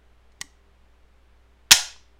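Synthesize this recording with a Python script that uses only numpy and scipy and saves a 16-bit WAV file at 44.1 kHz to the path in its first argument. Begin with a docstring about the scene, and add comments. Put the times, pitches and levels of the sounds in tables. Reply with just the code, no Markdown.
"""First comes soft ventilation noise with a slightly wavering mains hum, in a small room.
Then a rifle trigger is dry-fired close to the microphone: it takes up its slack with a small click.
Later the sear lets go and the hammer slams into the receiver and bounces.
Each metal contact is a crack of noise plus decaying sine waves; soft thuds are single sines.
The snap overloads the microphone, and echoes of decaying noise ring on in the room."""
import sys
import numpy as np
from scipy import signal
from scipy.fft import rfft, irfft
from scipy.io import wavfile

SR = 44100
rng = np.random.default_rng(int(sys.argv[2]) if len(sys.argv) > 2 else 0)


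def materialize(psi):
    """Save the field psi as 16-bit PCM at rate SR to the path in sys.argv[1].

    A 1-D psi becomes a single channel; in a 2-D psi each row is a channel.
    """
    bounded = np.clip(np.atleast_2d(psi).T, -1, 1)
    quanta = np.round(bounded * 32767).astype(np.int16)
    wavfile.write(sys.argv[1], SR, quanta)


N = 96975

# Spectrum shape of the ventilation noise: f/Hz, relative level per Hz/dB
AIR_SPECTRUM = [(20, 18.5), (40, -3), (80, -3), (140, -5.5), (300, -8), (450, -5), (700, -6), (1000, -7.5),
                (2200, -12), (3300, -15.5), (5000, -23), (8000, -28.5), (15000, -36.5)]
# Hum tones: f/Hz, rms level before wavering/dB
HUM_TONES = [(59.8, -59), (100, -75), (198.5, -78.5), (298, -82), (396.5, -76.5)]
# Spectrum shape of the room echo: f/Hz, relative level/dB
ROOM_SPECTRUM = [(100, -8.5), (300, -2), (600, 11), (1200, 0), (3000, -3.5), (6300, 0), (10000, 1.5),
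                 (16000, -1.5)]
# How long the room echo takes to fall by 60 dB: f/Hz, t60/s
ROOM_DECAY = [(100, 0.38), (700, .35), (2000, 0.4), (4000, 0.39), (6000, 0.36), (9000, .29), (15000, 0.25)]
# Soft knocks of hand and stock: t/s, starting level/dB, f/Hz, t60/s
SOFT_KNOCKS = [(0.41, -37, 166, 0.038), (0.44, -50, 283, 0.108), (1.718, -28.5, 260, .05),
               (1.737, -31.5, 95, .045), (1.962, -45.5, 1000, 0.017)]
# Trigger clicks: t/s, relative level/dB
TRIGGER_CLICKS = [(0.32, -39), (.325, -46), (.4055, -36.5), (0.4065, -26), (0.413, 2.5), (0.415, -4)]
# Ringing tones (modes) of the trigger: f/Hz, relative level/dB, t60/s
TRIGGER_TONES = [(800, -12, .03), (1150, -23, .1), (1740, -6, .039), (1930, -4, .034), (2155, -6, .03),
                 (3030, -10, .025), (4180, -6, .028), (5470, -5, .012), (6540, -12, .02), (7040, -8, .014),
                 (8500, -12, .014), (12400, -17, .013)]
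# Spectrum shape of the trigger's crack: f/Hz, relative level per Hz/dB
TRIGGER_CRACK_SPECTRUM = [(100, -27), (500, -10.5), (1200, -11.5), (2000, -8), (3500, -4), (6000, -1),
                          (9000, -8.5), (11000, -18.5), (16000, -26.5)]
# Hammer action (sear creep, release, fall, bounces):
# t/s, relative level/dB, low-pass f/Hz (lower is duller), ring length as a share of the full length
HAMMER_BLOWS = [(1.7079, -31.5, 1998, .4), (1.7098, 0, 2415, 0.56), (1.7155, 7, 13180, 0.9),
                (1.7182, 0, 9000, 0.91), (1.7237, -1, 12000, 1), (1.7305, -16.5, 9000, .8),
                (1.7395, -18.5, 9000, .8)]
# Ringing tones of receiver and hammer: f/Hz, relative level/dB, t60/s before the share above
RECEIVER_TONES = [(820, -3, .05), (1423, -7, .05), (1830, -3, .05), (2036, -4, .06), (2288, -6, .06),
                  (3027, -7, .05), (3313, -4, .05), (3606, -1, .05), (4130, -3, .05), (4280, -2, .05),
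                  (4948, -2, .06), (5425, -4, .05), (5803, 1, .05), (6220, -5, .05), (6565, -4, .06)]
# Spectrum shape of the receiver's crack: f/Hz, relative level per Hz/dB
RECEIVER_CRACK_SPECTRUM = [(100, -24), (300, -25), (660, -26.5), (950, -9.5), (1300, -6.5), (2000, -4),
                           (3800, 2), (6300, 2), (8500, -8.5), (12000, -12.5), (16000, -20)]

AIR_DB = -67  # rms of the air noise above 500 Hz
HUM_WAVER_DB = 1.5  # typical random swing of a 200 Hz tone
ROOM_DELAY_S, ROOM_BUILD_S = .004, 0.002  # wait before the echo, time constant of its rise
CLICK_ROOM_DB, SNAP_ROOM_DB = -20.5, -11  # sent into the echo
# Levels relative to each click or blow; the last is the crack's t60
TRIGGER_RING_DB, TRIGGER_CRACK_DB, TRIGGER_CRACK_S = -27, -23.5, .016
RECEIVER_RING_DB, RECEIVER_CRACK_DB, RECEIVER_CRACK_S = -19.5, 0.5, 0.029  # t60 at full length
CLIP_LEVEL, BIAS_SHIFT_DB, BIAS_RETURN_HZ = .92, -3, 3
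TOP_HZ = 15800  # upper limit of the microphone
T = np.arange(N) / SR  # time in s
FREQS = np.fft.rfftfreq(N, 1 / SR)  # in Hz


def undb(db):
    """Turn decibels into a plain multiplier."""
    return 10 ** (np.asarray(db) / 20)


def curve(points, hz):
    """Read a table between its points, on a log-frequency axis."""
    p = np.array(points, float)
    return np.interp(np.log(np.maximum(hz, 1)), np.log(p[:, 0]), p[:, 1])


def colour(x, points):
    """Shape a sound's spectrum with unit power gain and no response before the input."""
    gain = undb(curve(points, FREQS))
    gain = gain / np.sqrt(np.mean(gain ** 2))
    # Folding the cepstrum (transform of the log gain) puts the filter's energy early
    cepstrum = irfft(np.log(gain), N)
    cepstrum[1:N // 2] *= 2
    cepstrum[N // 2:] = 0
    impulse = irfft(np.exp(rfft(cepstrum)), N)[:N // 20]
    return signal.fftconvolve(x, impulse)[:N]


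def butter(x, hz, kind, order):
    """Remove the lows or the highs with a smooth Butterworth filter."""
    sos = signal.butter(order, min(hz, SR / 2 - 1), kind, fs=SR, output="sos")
    return signal.sosfilt(sos, x)


def fade(t60):
    """Die away exponentially, by 60 dB in t60 seconds."""
    return np.exp(-np.log(1000) * T / t60)


def at(x, start):
    """Delay a sound so that it begins at start, in seconds."""
    return np.concatenate([np.zeros(int(start * SR)), x])[:N]


def strike(modes, ring_db, crack_colour, crack_db, crack_s, length=1):
    """One metal contact: a dense short crack and the ringing modes of the part."""
    ring = np.zeros(N)
    for k, (hz, db, t60) in enumerate(modes):
        sign = (-1) ** k  # neighbouring tones start in opposite directions
        ring += sign * undb(db) * fade(t60 * length) * np.sin(2 * np.pi * hz * T)
    noise = rng.choice([-1, 1], N) * fade(crack_s * length)
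    crack = colour(noise, crack_colour)
    return undb(ring_db) * ring + undb(crack_db) * crack


def background():
    """Soft ventilation noise, which is shaped random noise, and a slightly wavering hum of sines."""
    air = irfft(rfft(rng.standard_normal(N)) * undb(curve(AIR_SPECTRUM, FREQS)), N)
    air *= undb(AIR_DB) / np.std(butter(air, 500, "high", order=4))
    out = air
    knots = np.linspace(0, T[-1], 12)
    for hz, db in HUM_TONES:
        # Higher tones waver more, up to twice the setting
        swing_db = HUM_WAVER_DB * min(hz / 200, 2)
        waver = np.interp(T, knots, rng.standard_normal(len(knots))) * swing_db
        tone = np.sin(2 * np.pi * (hz * T + rng.random()))
        out = out + np.sqrt(2) * undb(db + waver) * tone  # root 2 turns rms into peak
    return out


def room():
    """Diffuse echo of the small room: noise in quarter-octave bands, where the treble dies first."""
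    noise = rfft(rng.standard_normal(N))
    # Everything below about 400 Hz shares the lowest band
    band = np.round(4 * np.log2(np.clip(FREQS, 400, TOP_HZ))) / 4
    tail = np.zeros(N)
    for b in np.unique(band):
        tail += irfft(noise * (band == b), N) * fade(curve(ROOM_DECAY, 2 ** b))
    rising = tail * (1 - np.exp(-T / ROOM_BUILD_S))
    echo = at(colour(rising, ROOM_SPECTRUM), ROOM_DELAY_S)
    return echo / np.sqrt(np.sum(echo ** 2))  # unit total energy


def knocks():
    """Damped thuds of the rifle in the hand, each one a fading sine."""
    out = np.zeros(N)
    for start, db, hz, t60 in SOFT_KNOCKS:
        thud = fade(t60) * np.sin(2 * np.pi * hz * T)
        out += at(undb(db) * thud, start)
    return out


def trigger():
    """The trigger creeps, then clicks against its stop; each contact makes its metal ring."""
    out = np.zeros(N)
    for start, db in TRIGGER_CLICKS:
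        click = strike(TRIGGER_TONES, TRIGGER_RING_DB,
                       TRIGGER_CRACK_SPECTRUM, TRIGGER_CRACK_DB, TRIGGER_CRACK_S)
        out += at(undb(db) * click, start)
    return out


def hammer():
    """The sear slips; the hammer hits the receiver and bounces, with each contact dulled its own way."""
    out = np.zeros(N)
    for start, db, dull_hz, length in HAMMER_BLOWS:
        blow = strike(RECEIVER_TONES, RECEIVER_RING_DB,
                      RECEIVER_CRACK_SPECTRUM, RECEIVER_CRACK_DB, RECEIVER_CRACK_S, length)
        out += at(undb(db) * butter(blow, dull_hz, "low", order=1), start)
    return out


def scene():
    """Add the direct sounds, their echo in the room and the background."""
    click = trigger() + knocks()
    snap = hammer()
    echo = room()
    sent_to_room = undb(CLICK_ROOM_DB) * click + undb(SNAP_ROOM_DB) * snap
    wet = signal.fftconvolve(sent_to_room, echo)[:N]
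    return (click + snap + wet + background())[None]


def record(dry):
    """The microphone clips; overload pushes its bias aside, which swings back as a low thump."""
    clipped = np.clip(dry, -CLIP_LEVEL, CLIP_LEVEL)
    overload = 1. * (np.abs(dry) > CLIP_LEVEL)  # 1 while too loud, otherwise 0
    pushed = butter(overload, BIAS_RETURN_HZ, "low", order=1)
    bias = butter(pushed, BIAS_RETURN_HZ, "high", order=2)
    out = clipped - undb(BIAS_SHIFT_DB) * bias
    # Cut the top steeply; filtering both ways adds no delay
    top_cut = signal.ellip(8, .1, 50, TOP_HZ, fs=SR, output="sos")
    return signal.sosfiltfilt(top_cut, out)


dry = scene()
out = record(dry)
materialize(out)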